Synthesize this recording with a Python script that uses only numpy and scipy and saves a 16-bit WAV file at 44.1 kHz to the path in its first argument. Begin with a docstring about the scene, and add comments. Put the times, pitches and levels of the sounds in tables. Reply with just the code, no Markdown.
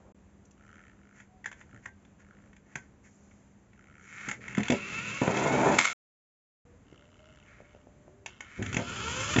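"""Toy tractor on a mat and board

A plastic tractor with a geared flywheel is handled, then rolls twice, close to the microphone in a quiet room.
Nudged, its gear teeth tick one by one; let go down the slope, they merge into a rising whir. Shell and trailer
click, wheels thump and rumble. The first run goes away, over mat and board, and ends in a crash on the floor.
Then the scene changes, and the second comes down the mat toward the microphone."""
import sys
import numpy as np
from scipy import signal
from scipy.fft import rfft, irfft
from scipy.io import wavfile
from scipy.ndimage import uniform_filter1d

SR = 44100
rng = np.random.default_rng(int(sys.argv[2]) if len(sys.argv) > 2 else 0)


def master(y):
    """Save y as 16-bit WAV."""
    cut = np.clip(np.atleast_2d(y).T, -1, 1)
    pcm = np.round(cut * 32767)  # scale
    wavfile.write(sys.argv[1], SR, pcm.astype(np.int16))


N = 414540
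TIME = np.arange(N) / SR
AWAY_START_S, TOWARD_START_S = 4.40, 8.41
PAUSE_START_S, PAUSE_END_S = 5.931, 6.652
HAND_TEETH_PER_S = 50  # slow turning by hand
BAND_LIMIT_HZ = 7620

# the toy landing on the floor and bouncing: start_s, level_db
LANDINGS = [(5.7851, -12), (5.7885, -9), (5.799, -18), (5.853, -14.5)]
# modes of the board: pitch_hz, level_db, t60_s
BOARD_MODES = [(98, -12, 0.1), (161, 0, 0.15), (208, -2.5, .18), (250, -2.5, 0.2), (323, -9, .2),
               (397.4, -5.5, .22), (455, -8, .2), (571, -6, 0.16), (643, -8, 0.1), (713, -5.5, .18),
               (820, -12, .18), (975, -7, .18)]
# spectra of plastic hiss, sharp crack, hollow knock and slow, dark whir: frequency_hz, level_db
HISS = [(3700, -20), (4250, -13), (5600, -9), (5950, 2), (6220, -1), (6480, 4), (7350, 4), (7700, -4)]
CRACK = [(400, -23), (850, -9), (1250, -10), (1550, -1), (2050, -.6), (2600, -10), (3500, -21), (4100, -33)]
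KNOCK = [(250, -11), (380, 0), (540, 1), (720, -3), (950, -5), (1150, -12), (5000, -48)]
WHIR_SLOW = [(500, -22), (1050, -14), (1300, -2), (2250, 1), (2650, -6), (3200, -17), (4300, -27),
             (7000, -26)]


def amp(db):
    """Decibels to gain."""
    return 10 ** (np.asarray(db) / 20)


def unit(x):
    """Scales to rms 1."""
    return x / np.sqrt(np.mean(x ** 2) + 1e-20)


def unit_peak(x):
    """Scales the loudest 4 ms to rms 1."""
    return x / np.sqrt(uniform_filter1d(x ** 2, 176, mode="constant").max() + 1e-20)


def add(mix, start_s, sound):
    """Mixes a sound in at the given time."""
    part = mix[max(round(start_s * SR), 0):][:len(sound)]
    part += sound[:len(part)]


def wander(per_s):
    """Smooth random drift of rms about 1."""
    knots = rng.standard_normal(N // 100)
    return np.interp(TIME * per_s, np.arange(len(knots)), knots)


def swell(start, end, attack_s, release_s):
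    """Attack, hold and release, between 0 and 1."""
    return np.clip(np.minimum((TIME - start) / attack_s, (end - TIME) / release_s), 0, 1)


def response(spectrum, size=4096):
    """Causal impulse response of energy 1 with the given spectrum and falling ends."""
    hz, db = np.transpose(spectrum)
    log_hz = np.log(np.fft.rfftfreq(size, 1 / SR) + 1)
    outside = np.maximum(np.log(hz[0]) - log_hz, 0) + np.maximum(log_hz - np.log(hz[-1]), 0)
    curve_db = np.interp(log_hz, np.log(hz), db) - 30 * outside
    log_gain = np.log(amp(np.maximum(curve_db, -90)))
    log_gain -= 4 * np.clip((np.exp(log_hz) - BAND_LIMIT_HZ) / 1500, 0, 1)
    cepstrum = irfft(log_gain)
    cepstrum[1:size // 2] *= 2  # fold to minimum phase
    cepstrum[size // 2 + 1:] = 0
    impulse = irfft(np.exp(rfft(cepstrum)))[:size // 2]
    return impulse / np.linalg.norm(impulse)


def colour(x, spectrum):
    """Passes x through a body with the given spectrum."""
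    return signal.oaconvolve(x, response(spectrum))[:len(x)]


def note(t, hz, t60):
    """One dying resonance with a quick onset."""
    return np.sqrt(2) * np.cos(2 * np.pi * hz * t) * amp(-60 * t / t60) * (1 - np.exp(-t / .00043))


def resonate(x, modes, length_s):
    """Drives a set of modes with x."""
    t = np.arange(int(length_s * SR)) / SR
    impulse = sum(amp(db) * note(t, hz, t60) for hz, db, t60 in modes)
    return signal.oaconvolve(x, impulse / np.linalg.norm(impulse))[:N]


def ring(modes, t, damping, spread):
    """Decaying modes; each blow lands elsewhere and shares its force differently."""
    hz, db, t60 = np.transpose(modes)[:, :, None]
    share, detune = rng.standard_normal((2, len(hz), 1))
    decay = amp(db - 60 * t * damping / np.maximum(t60, .005))
    partials = share * decay * np.sin(2 * np.pi * hz * (1 + spread * detune) * t)
    return unit_peak(partials.sum(0))


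def burst(t, t60, spectrum):
    """A short dying chatter of contact, coloured by the struck part."""
    decay = amp(-60 * t / t60)
    onset = 1 - np.exp(-t / .0009)
    chatter = colour(rng.standard_normal(len(t)) * decay * onset, spectrum)
    return chatter * np.sqrt(np.sum(decay ** 2) / np.sum(chatter ** 2))


def grains(per_s, spread_db):
    """Tiny random impacts of uneven size, rms 1."""
    size = amp(spread_db * np.minimum(rng.exponential(1, N), 4)) * rng.choice([-1, 1], N)
    return unit(size * (rng.random(N) < per_s / SR))


def effort(start, rise_s, fall_s):
    """The hand presses harder, then lets off."""
    return swell(start, start + rise_s + fall_s, rise_s, fall_s)


def coasting(start, teeth_per_s, gain_per_s):
    """Teeth per second of a toy that speeds up evenly down the slope."""
    return np.maximum(teeth_per_s + gain_per_s * (TIME - start), HAND_TEETH_PER_S)


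def by_speed(rate, start, end, db, doubling_db):
    """Gain of a rolling noise: db at 450 teeth per second, more with each doubling of speed."""
    contact = swell(start, end, attack_s=.015, release_s=.12)
    return contact * amp(db + doubling_db * np.log2(rate / 450))


def room_tone():
    """Room air, a wavering hum until the pause and faint far-off tones, each an arch of pitch."""
    # spectrum of the air: frequency_hz, level_db
    air = [(25, -29), (45, -2.5), (85, 1), (140, -3.5), (260, -5.5), (420, -12), (1150, -21), (2100, -24.5),
           (4300, -39.5), (5600, -39), (6100, -31), (7600, -29)]
    # far-off tones: start_s, length_s, top_hz, sag_hz, level_db
    far_tones = [(1.28, .17, 742, 18, -68), (6.64, .14, 480, 4, -64), (6.95, 1.32, 596, 2, -70.5),
                 (7.16, .19, 626, 12, -64), (8.05, .31, 402, 70, -65)]
    hum_hz, hum_db = 200, -65
    out = amp(-59.5) * colour(rng.standard_normal(N), air) * amp(wander(per_s=7.3))
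    waver = 1 + .017 * wander(per_s=50)
    fade = amp(1.7 * wander(per_s=39))
    tones = [(hum_hz, amp(hum_db) * (TIME < PAUSE_START_S))]
    for start, length, top_hz, sag_hz, db in far_tones:
        arch = np.sin(np.pi * np.clip((TIME - start) / length, 0, 1))
        gain = amp(db) * swell(start, start + length, attack_s=.04, release_s=.04)
        tones.append((top_hz - sag_hz * (1 - arch), gain))
    for hz, gain in tones:
        out += np.sqrt(2) * gain * fade * np.sin(2 * np.pi * np.cumsum(hz * waver) / SR)
    return out


def room(x, near_db, tail_db, t60):
    """Quick reflections from the board and toys, the nearest wall's echo and a small room's tail."""
    wall_s, wall_db = .0155, -14
    t = np.arange(SR // 2) / SR
    near, far = rng.standard_normal((2, len(t))) * (rng.random((2, len(t))) < 2500 / SR)
    near *= amp(-60 * t / .02) * (t > .002)
    far *= amp(-60 * t / t60) * (t > .012)
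    echoes = amp(near_db) * near / np.linalg.norm(near) + amp(tail_db) * far / np.linalg.norm(far)
    echoes[round(wall_s * SR)] += amp(wall_db)
    return x + signal.oaconvolve(x, echoes)[:N]


def rustle():
    """A soft, dull rustle at the start."""
    return amp(-63) * colour(grains(per_s=2500, spread_db=1.5), KNOCK) * (TIME < .123)


def fingers():
    """Soft swells of fine friction on the shell, and a light slide as the grip changes."""
    # fingers rubbing the plastic: start_s, length_s, level_db
    rubs = [(1.101, .18, -61.5), (1.546, 0.11, -61), (1.81, .08, -61), (2.178, 0.066, -62),
            (2.592, 0.35, -65), (3.018, 0.091, -63.5)]
    stroke = np.zeros(N)
    for start, length, db in rubs:
        add(stroke, start, amp(db) * np.hanning(int(length * SR)))
    grip = amp(-71) * swell(3.03, 3.7, attack_s=.012, release_s=.62)
    slide = grip * grains(per_s=3000, spread_db=1.5)
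    rub = stroke * grains(per_s=1400, spread_db=.5)
    return colour(rub, CRACK) + amp(-7.5) * colour(rub, HISS) + colour(slide, HISS)


def taps():
    """Small dull taps while the toy is held, a few cycles each."""
    # taps: start_s, level_db, pitch_hz
    touches = [(6.926, -41.5, 315), (7.604, -43, 568), (7.749, -45.5, 595), (7.871, -46, 587),
               (8.08, -46.5, 623), (8.261, -39, 880), (8.406, -44, 1050)]
    out, t = np.zeros(N), np.arange(SR // 20) / SR
    for start, db, hz in touches:
        tap = np.sin(2 * np.pi * hz * t) * amp(-60 * t / .011)
        add(out, start, amp(db - 3.5) * unit_peak(tap))
    return out


def clicks():
    """Plastic parts knock: a crack, a ping, a faint ring of the shell; hard hits add edge and snap."""
    # contacts: start_s, level_db, edge_db, snap_db, ping_hz
    contacts = [(.452, -69, -6, 10, 2600), (.510, -66, -4, 8, 2600), (1.2002, -44, -18, -15, 1900),
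                (1.4426, -36.5, -25, -20, 1950), (1.4581, -26, -22, -14, 1650),
                (1.5145, -38.5, -17, -14, 1550), (1.5264, -40, -16, -14, 1750),
                (1.612, -42, -30, -20, 1850), (1.8572, -30, -26, -18, 1900), (2.0496, -56, -8, -12, 2400),
                (2.53, -50, -25, -17, 1900), (2.5646, -51.5, -12, -10, 2400),
                (2.7551, -24.5, -23, -14, 2020), (3.311, -52, -20, -22, 2250),
                (3.7312, -53, -20, -20, 2200), (4.2867, -26.5, -17, -9, 2100), (4.294, -30, -18, -10, 1700),
                (4.3128, -25, -17, -10, 2150), (4.480, -31, -22, -16, 2150), (4.5491, -30, -15, -14, 2150),
                (4.571, -31, -15, -14, 2120), (4.581, -28, -10, -12, 1300), (4.604, -31, -14, -16, 2150),
                (4.6321, -31, -5, -9, 2130), (4.654, -35, -9, -15, 2200), (4.6825, -28, -4, -9, 2150),
                (4.702, -22.5, -5, -9, 2160), (4.7214, -27, -3, -8, 2250), (5.2764, -24, -18, -18, 950),
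                (5.3694, -28, -3, -8, 2100), (8.2604, -34.5, -2, -4, 2600), (8.4058, -34, -11, -9, 2200),
                (8.6243, -30, -9, -10, 2000), (8.6617, -35, -4, -7, 1350), (8.7281, -31, -8, -8, 1450),
                (8.7435, -28, -8, -6, 2650), (8.767, -21.5, -6, -10, 2100), (9.362, -20, -6, -16, 1400),
                (9.385, -20, -6, -16, 2100)]
    # modes of the plastic shell: pitch_hz, level_db, t60_s
    shell_modes = [(845, -11, .16), (1534, -1, .19), (2030, -2, .14), (2595, -11, .13), (3470, -18, .11)]
    # spectrum of a hard contact: frequency_hz, level_db
    hard_edge = [(1900, -22), (2550, 5.5), (3000, -4.5), (3450, 2.5), (3900, -15.5), (5300, -18.5),
                 (7000, -25.5)]
    out, t = np.zeros(N), np.arange(SR // 4) / SR
    for start, db, edge_db, snap_db, hz in contacts:
        part = amp(-1.5) * burst(t, t60=.025, spectrum=CRACK) + amp(-4.5) * note(t, hz, t60=.032)
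        shell = amp(-19) * ring(shell_modes, t, damping=1, spread=.012)
        edge = amp(edge_db + 2.5) * burst(t, t60=.024, spectrum=hard_edge)
        snap = amp(snap_db) * burst(t, t60=.032, spectrum=HISS)
        add(out, start, amp(db) * (amp(-1.7) * part + shell + edge + snap))
    return out


def thumps():
    """A dropping wheel, or a bump of the held toy, gives the board one low push, then the toy and the board
    ring."""
    # wheels dropping on mat or board, and early low bumps as the held toy is handled: start_s, level_db,
    # knock_db, boom_hz, boom_t60_s
    drops = [(1.737, -46, -75, 112, .3), (1.859, -48, -62, 100, .25), (2.756, -39, -66, 150, .12),
             (4.281, -34, -54, 225, .06), (4.579, -18, -50, 205, .06), (4.602, -24, -54, 205, .06),
             (4.700, -17, -25, 250, .07), (4.7205, -19, -22, 235, .11), (5.216, -17, -20.5, 250, .07),
             (5.276, -22, -19, 170, .18), (5.368, -23, -37, 306, .1), (5.457, -23.5, -22, 315, .08),
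             (5.657, -22, -17, 975, .22), (8.591, -29, -41, 355, .09), (8.617, -26, -44, 102, .3),
             (8.743, -27, -40, 270, .025), (8.767, -18.5, -33, 275, .03), (8.791, -33, -29, 240, .2),
             (9.361, -16, -21, 255, .07), (9.384, -17, -24, 110, .12)]
    # spectrum of the low thud: frequency_hz, level_db
    thud = [(40, -29.5), (90, -7), (170, 0), (260, 0), (400, -12), (2000, -53.5)]
    out, t = np.zeros(N), np.arange(SR // 3) / SR
    push = amp(-6.5) * unit_peak(response(thud, size=2 * len(t)))
    upper_modes = [mode for mode in BOARD_MODES if mode[0] > 300]  # rung by a hard knock
    for start, db, knock_db, hz, boom_t60 in drops:
        boom = amp(-5) * note(t, hz, boom_t60) + amp(-13) * burst(t, t60=.15, spectrum=thud)
        board = amp(-18) * ring(BOARD_MODES, t, damping=.64, spread=.013)
        knock = amp(-5.5) * burst(t, t60=.085, spectrum=KNOCK)
        knock += amp(-11.5) * ring(upper_modes, t, damping=1, spread=.013)
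        add(out, start, amp(db) * (boom + push + board) + amp(knock_db) * knock)
    return out


def crash(tail_db, t60):
    """The toy hits the floor and bounces; its loose parts clatter and die away."""
    # spectrum of the loose parts: frequency_hz, level_db
    clatter = [(500, -18), (1350, -2), (1750, -7.5), (2150, 4), (2600, -9), (3500, -8), (4200, -16.5),
               (5500, -17.5), (7300, -9.5)]
    since, t = TIME - LANDINGS[0][0], np.arange(SR // 10) / SR
    decay = amp(tail_db - 60 * np.maximum(since, 0) / t60) * (since > 0)
    out = colour(grains(per_s=1500, spread_db=5.5) * decay, clatter)
    for start, db in LANDINGS:
        add(out, start, amp(db) * burst(t, t60=.014, spectrum=clatter))
    return out


def wheels(away, toward):
    """Treads murmur on the soft mat and drum the bare board into its modes."""
    # spectra of the mat, the deeper mat heard from its surface, and the board: frequency_hz, level_db
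    mat = [(50, -15), (130, 3), (200, 2.5), (360, -8), (520, -11), (750, -19)]
    mat_near = [(45, -12), (80, 1), (102, 4.5), (135, -3.5), (250, -8.5), (520, -18.5), (750, -33)]
    rumble = [(45, -24.5), (100, -13), (150, -1), (210, -2), (300, 4), (450, -3.5), (980, -1), (1100, -11),
              (1500, -10), (2500, -21), (6000, -52)]
    mat_away = by_speed(away, start=4.1, end=5.26, db=-44.5, doubling_db=4.5)
    mat_toward = by_speed(toward, start=8.57, end=9.5, db=-38.5, doubling_db=1)
    board_away = by_speed(away, start=5.21, end=5.825, db=-39.2, doubling_db=17.5)
    murmur = mat_away * colour(grains(per_s=1100, spread_db=1.5), mat)
    murmur += mat_toward * colour(grains(per_s=1100, spread_db=1.5), mat_near)
    treads = board_away * grains(per_s=1500, spread_db=1.5)
    drumming = resonate(treads, BOARD_MODES, length_s=.25)
    return amp(-2.1) * murmur + amp(-2.23) * colour(treads, rumble) + amp(-9.5) * drumming


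def teeth(rate, slop_s, uneven_db):
    """One pulse for each gear tooth, a little early or late, weak or strong; power 1 at any speed."""
    due = np.flatnonzero(np.diff(np.floor(np.cumsum(rate) / SR)))
    late, force = rng.standard_normal((len(due), 2)).T
    struck = np.clip(due + np.round(late * slop_s * SR).astype(int), 0, N - 1)
    pulses = np.zeros(N)
    pulses[struck] = unit(amp(uneven_db * force)) * np.sqrt(SR / rate[due])
    return pulses


def housing(drive):
    """The teeth ring the narrow resonances of the gear housing."""
    # housing modes, heard from the front: pitch_hz, level_db, t60_s
    modes = [(1320, -9, .02), (2090, -12, .045), (2680, 1, .012), (2870, 1, .014), (3450, -11, .03)]
    return resonate(drive, modes, length_s=.1)


def nudged_gears():
    """Turned by hand, the gears run haltingly; each tooth snaps past the next with a tiny scrape."""
    # hand turns, then those facing the microphone: start_s, rise_s, fall_s, level_db, top_teeth_per_s
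    turns = [(.57, .25, .12, -57.5, 80), (.96, .1, .12, -65.5, 52), (1.69, .075, .015, -57.5, 63),
             (2.24, .05, .22, -65, 52), (3.76, .1, .3, -61, 64)]
    front_turns = [(6.84, .16, .14, -67, 68), (7.05, .32, .1, -65, 92), (7.66, .04, .14, -69, 85),
                   (8.26, .02, .3, -62, 190)]
    # tick spectra for these two positions: frequency_hz, level_db
    tick = [(1080, -28), (1280, 1), (1700, -.6), (2050, -4), (2600, -11.5), (3050, -16), (3950, -36),
            (5600, -30), (5950, -22), (7200, -18.5)]
    front_tick = [(700, -14), (1100, -8), (1400, 2.5), (1750, -5), (2050, -2), (2400, -9), (2850, -.6),
                  (3950, -25), (7200, -14)]
    slip = np.exp(-np.arange(SR // 100) / SR / .0014)
    out = np.zeros(N)
    for pushes, body, housing_db in [(turns, tick, -24), (front_turns, front_tick, -3)]:
        rate, gain = np.full(N, float(HAND_TEETH_PER_S)), np.zeros(N)
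        for start, rise_s, fall_s, db, top in pushes:
            push = effort(start, rise_s, fall_s) ** .4  # speed and loudness follow the effort
            rate = np.maximum(rate, HAND_TEETH_PER_S + (top - HAND_TEETH_PER_S) * push)
            gain = np.maximum(gain, amp(db) * push)
        pulses = teeth(rate * amp(1.2 * wander(per_s=30)), slop_s=.0009, uneven_db=1.2)
        scrape = signal.oaconvolve(pulses, slip / np.linalg.norm(slip))[:N] * rng.standard_normal(N)
        spurts = amp(1.2 * wander(per_s=22))
        ticks = gain * spurts * (.35 * pulses + .9 * scrape)
        out += colour(ticks, body) + amp(housing_db) * housing(ticks)
    return out


def running_gears(rate, body, whir_gain, hiss_gain, scrape_share, flutter_db, housing_db):
    """Fast teeth whine, taking on the body's colour with speed; loose axles scrape and flutter."""
    dark_teeth_per_s, bright_teeth_per_s = 210, 350
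    mesh = teeth(rate * (1 + .008 * wander(per_s=70)), slop_s=.000035, uneven_db=2.8)
    low_cut = signal.butter(1, 450, "high", fs=SR, output="sos")
    scrape = signal.sosfilt(low_cut, grains(per_s=7000, spread_db=3.3))
    drive = np.sqrt(1 - scrape_share) * mesh + np.sqrt(scrape_share) * scrape
    flutter = wander(per_s=76)
    drive *= whir_gain * amp(flutter_db * flutter)
    bright = np.sin(np.interp(rate, [dark_teeth_per_s, bright_teeth_per_s], [0, np.pi / 2])) ** 2
    whir = colour(drive * bright, body) + colour(drive * (1 - bright), WHIR_SLOW)
    hiss = colour(grains(per_s=5500, spread_db=3.5) * hiss_gain * amp(2.2 * flutter), HISS)
    return whir + amp(housing_db) * housing(drive) + hiss


def shoves():
    """A firm push spins the flywheel up; speed, whir and hiss follow the effort."""
    # firm pushes: start_s, rise_s, fall_s, whir_db, hiss_db, top_teeth_per_s
    pushes = [(3.97, .3, .14, -43, -58, 260), (7.38, .13, .36, -59, -78, 230)]
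    out = np.zeros(N)
    for start, rise_s, fall_s, whir_db, hiss_db, top in pushes:
        push = effort(start, rise_s, fall_s)
        rate = HAND_TEETH_PER_S + (top - HAND_TEETH_PER_S) * push
        whir, hiss = amp(whir_db) * push ** 1.45, amp(hiss_db) * push ** .8
        out += running_gears(rate, WHIR_SLOW, whir, hiss,
                             scrape_share=.48, flutter_db=1.3, housing_db=-16)
    return out


def gearbox(rate, ring_hz, width_hz, db):
    """Overtones of the teeth sweep through a narrow housing resonance, fading as the toy leaves."""
    drive = teeth(rate, slop_s=.00007, uneven_db=2.5)
    pole = np.exp((2j * np.pi * ring_hz - np.pi * width_hz) / SR)
    singing = signal.lfilter([1], np.poly([pole, pole]), drive + 1e-18).real
    return amp(db) * swell(AWAY_START_S, 5.42, attack_s=.65, release_s=.3) * unit(singing)


def roll_away(rate):
    """The first run, away from the microphone: whir and hiss grow with speed and the gearbox sings."""
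    # spectrum of the whir going away: frequency_hz, level_db
    body = [(300, -16), (520, -11), (720, -18), (1050, -9), (1330, -1), (1700, -7), (2130, 0), (2680, -2),
            (2950, -14), (3500, -10), (3900, -17), (5300, -21), (7000, -31)]
    whir = by_speed(rate, AWAY_START_S, np.inf, db=-41.5, doubling_db=5.8)
    hiss = by_speed(rate, AWAY_START_S, np.inf, db=-53, doubling_db=9.5)
    gears = running_gears(rate, body, whir, hiss, scrape_share=.55, flutter_db=1.6, housing_db=-18)
    return gears + gearbox(rate, ring_hz=2644, width_hz=310, db=-42.3)


def roll_toward(rate):
    """The second run grows more steeply, as the toy also nears the microphone."""
    # spectrum of the whir head-on: frequency_hz, level_db
    body = [(250, -14), (480, -5.5), (730, -15), (930, -6), (1100, -7), (1350, 0), (1750, -9), (2150, -10),
            (2550, -1), (3200, -8), (3500, -8), (3800, -19), (5300, -17), (7000, -39.5)]
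    whir = by_speed(rate, TOWARD_START_S, np.inf, db=-37.5, doubling_db=9.3)
    hiss = by_speed(rate, TOWARD_START_S, np.inf, db=-46, doubling_db=14.5)
    return running_gears(rate, body, whir, hiss, scrape_share=.55, flutter_db=1.3, housing_db=-11)


def scene():
    """The toy close by in a small, quiet room, in mono."""
    braking = 2000 * np.maximum(TIME - LANDINGS[0][0], 0)  # teeth per second lost since the crash
    away = coasting(AWAY_START_S, teeth_per_s=146, gain_per_s=530)
    away = np.maximum(away - braking, HAND_TEETH_PER_S)
    toward = coasting(TOWARD_START_S, teeth_per_s=80, gain_per_s=570)
    gears = nudged_gears() + shoves() + roll_away(away) * (TIME < PAUSE_START_S) + roll_toward(toward)
    toy = gears + wheels(away, toward) + clicks() + thumps() + taps() + fingers()
    toy += crash(tail_db=-25.5, t60=.5)
    low_cut = signal.butter(2, 65, "high", fs=SR, output="sos")  # the deepest bass is taken out of the toy
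    toy = signal.sosfilt(low_cut, toy)
    return (room(toy, near_db=-11, tail_db=-10.5, t60=.12) + room_tone() + rustle())[None]


def record(dry):
    """The sound cuts out briefly near the start and between the runs; the top treble is cut off."""
    gaps_s = [(.123, .146), (PAUSE_START_S, PAUSE_END_S)]
    silent = sum((TIME > start) & (TIME < end) for start, end in gaps_s)
    gate = uniform_filter1d(1. - silent, size=64)
    low_pass = signal.firwin(801, BAND_LIMIT_HZ, window=("kaiser", 8), fs=SR)
    return signal.oaconvolve(dry * gate, low_pass[None], "same")


dry = scene()
out = record(dry)
master(out)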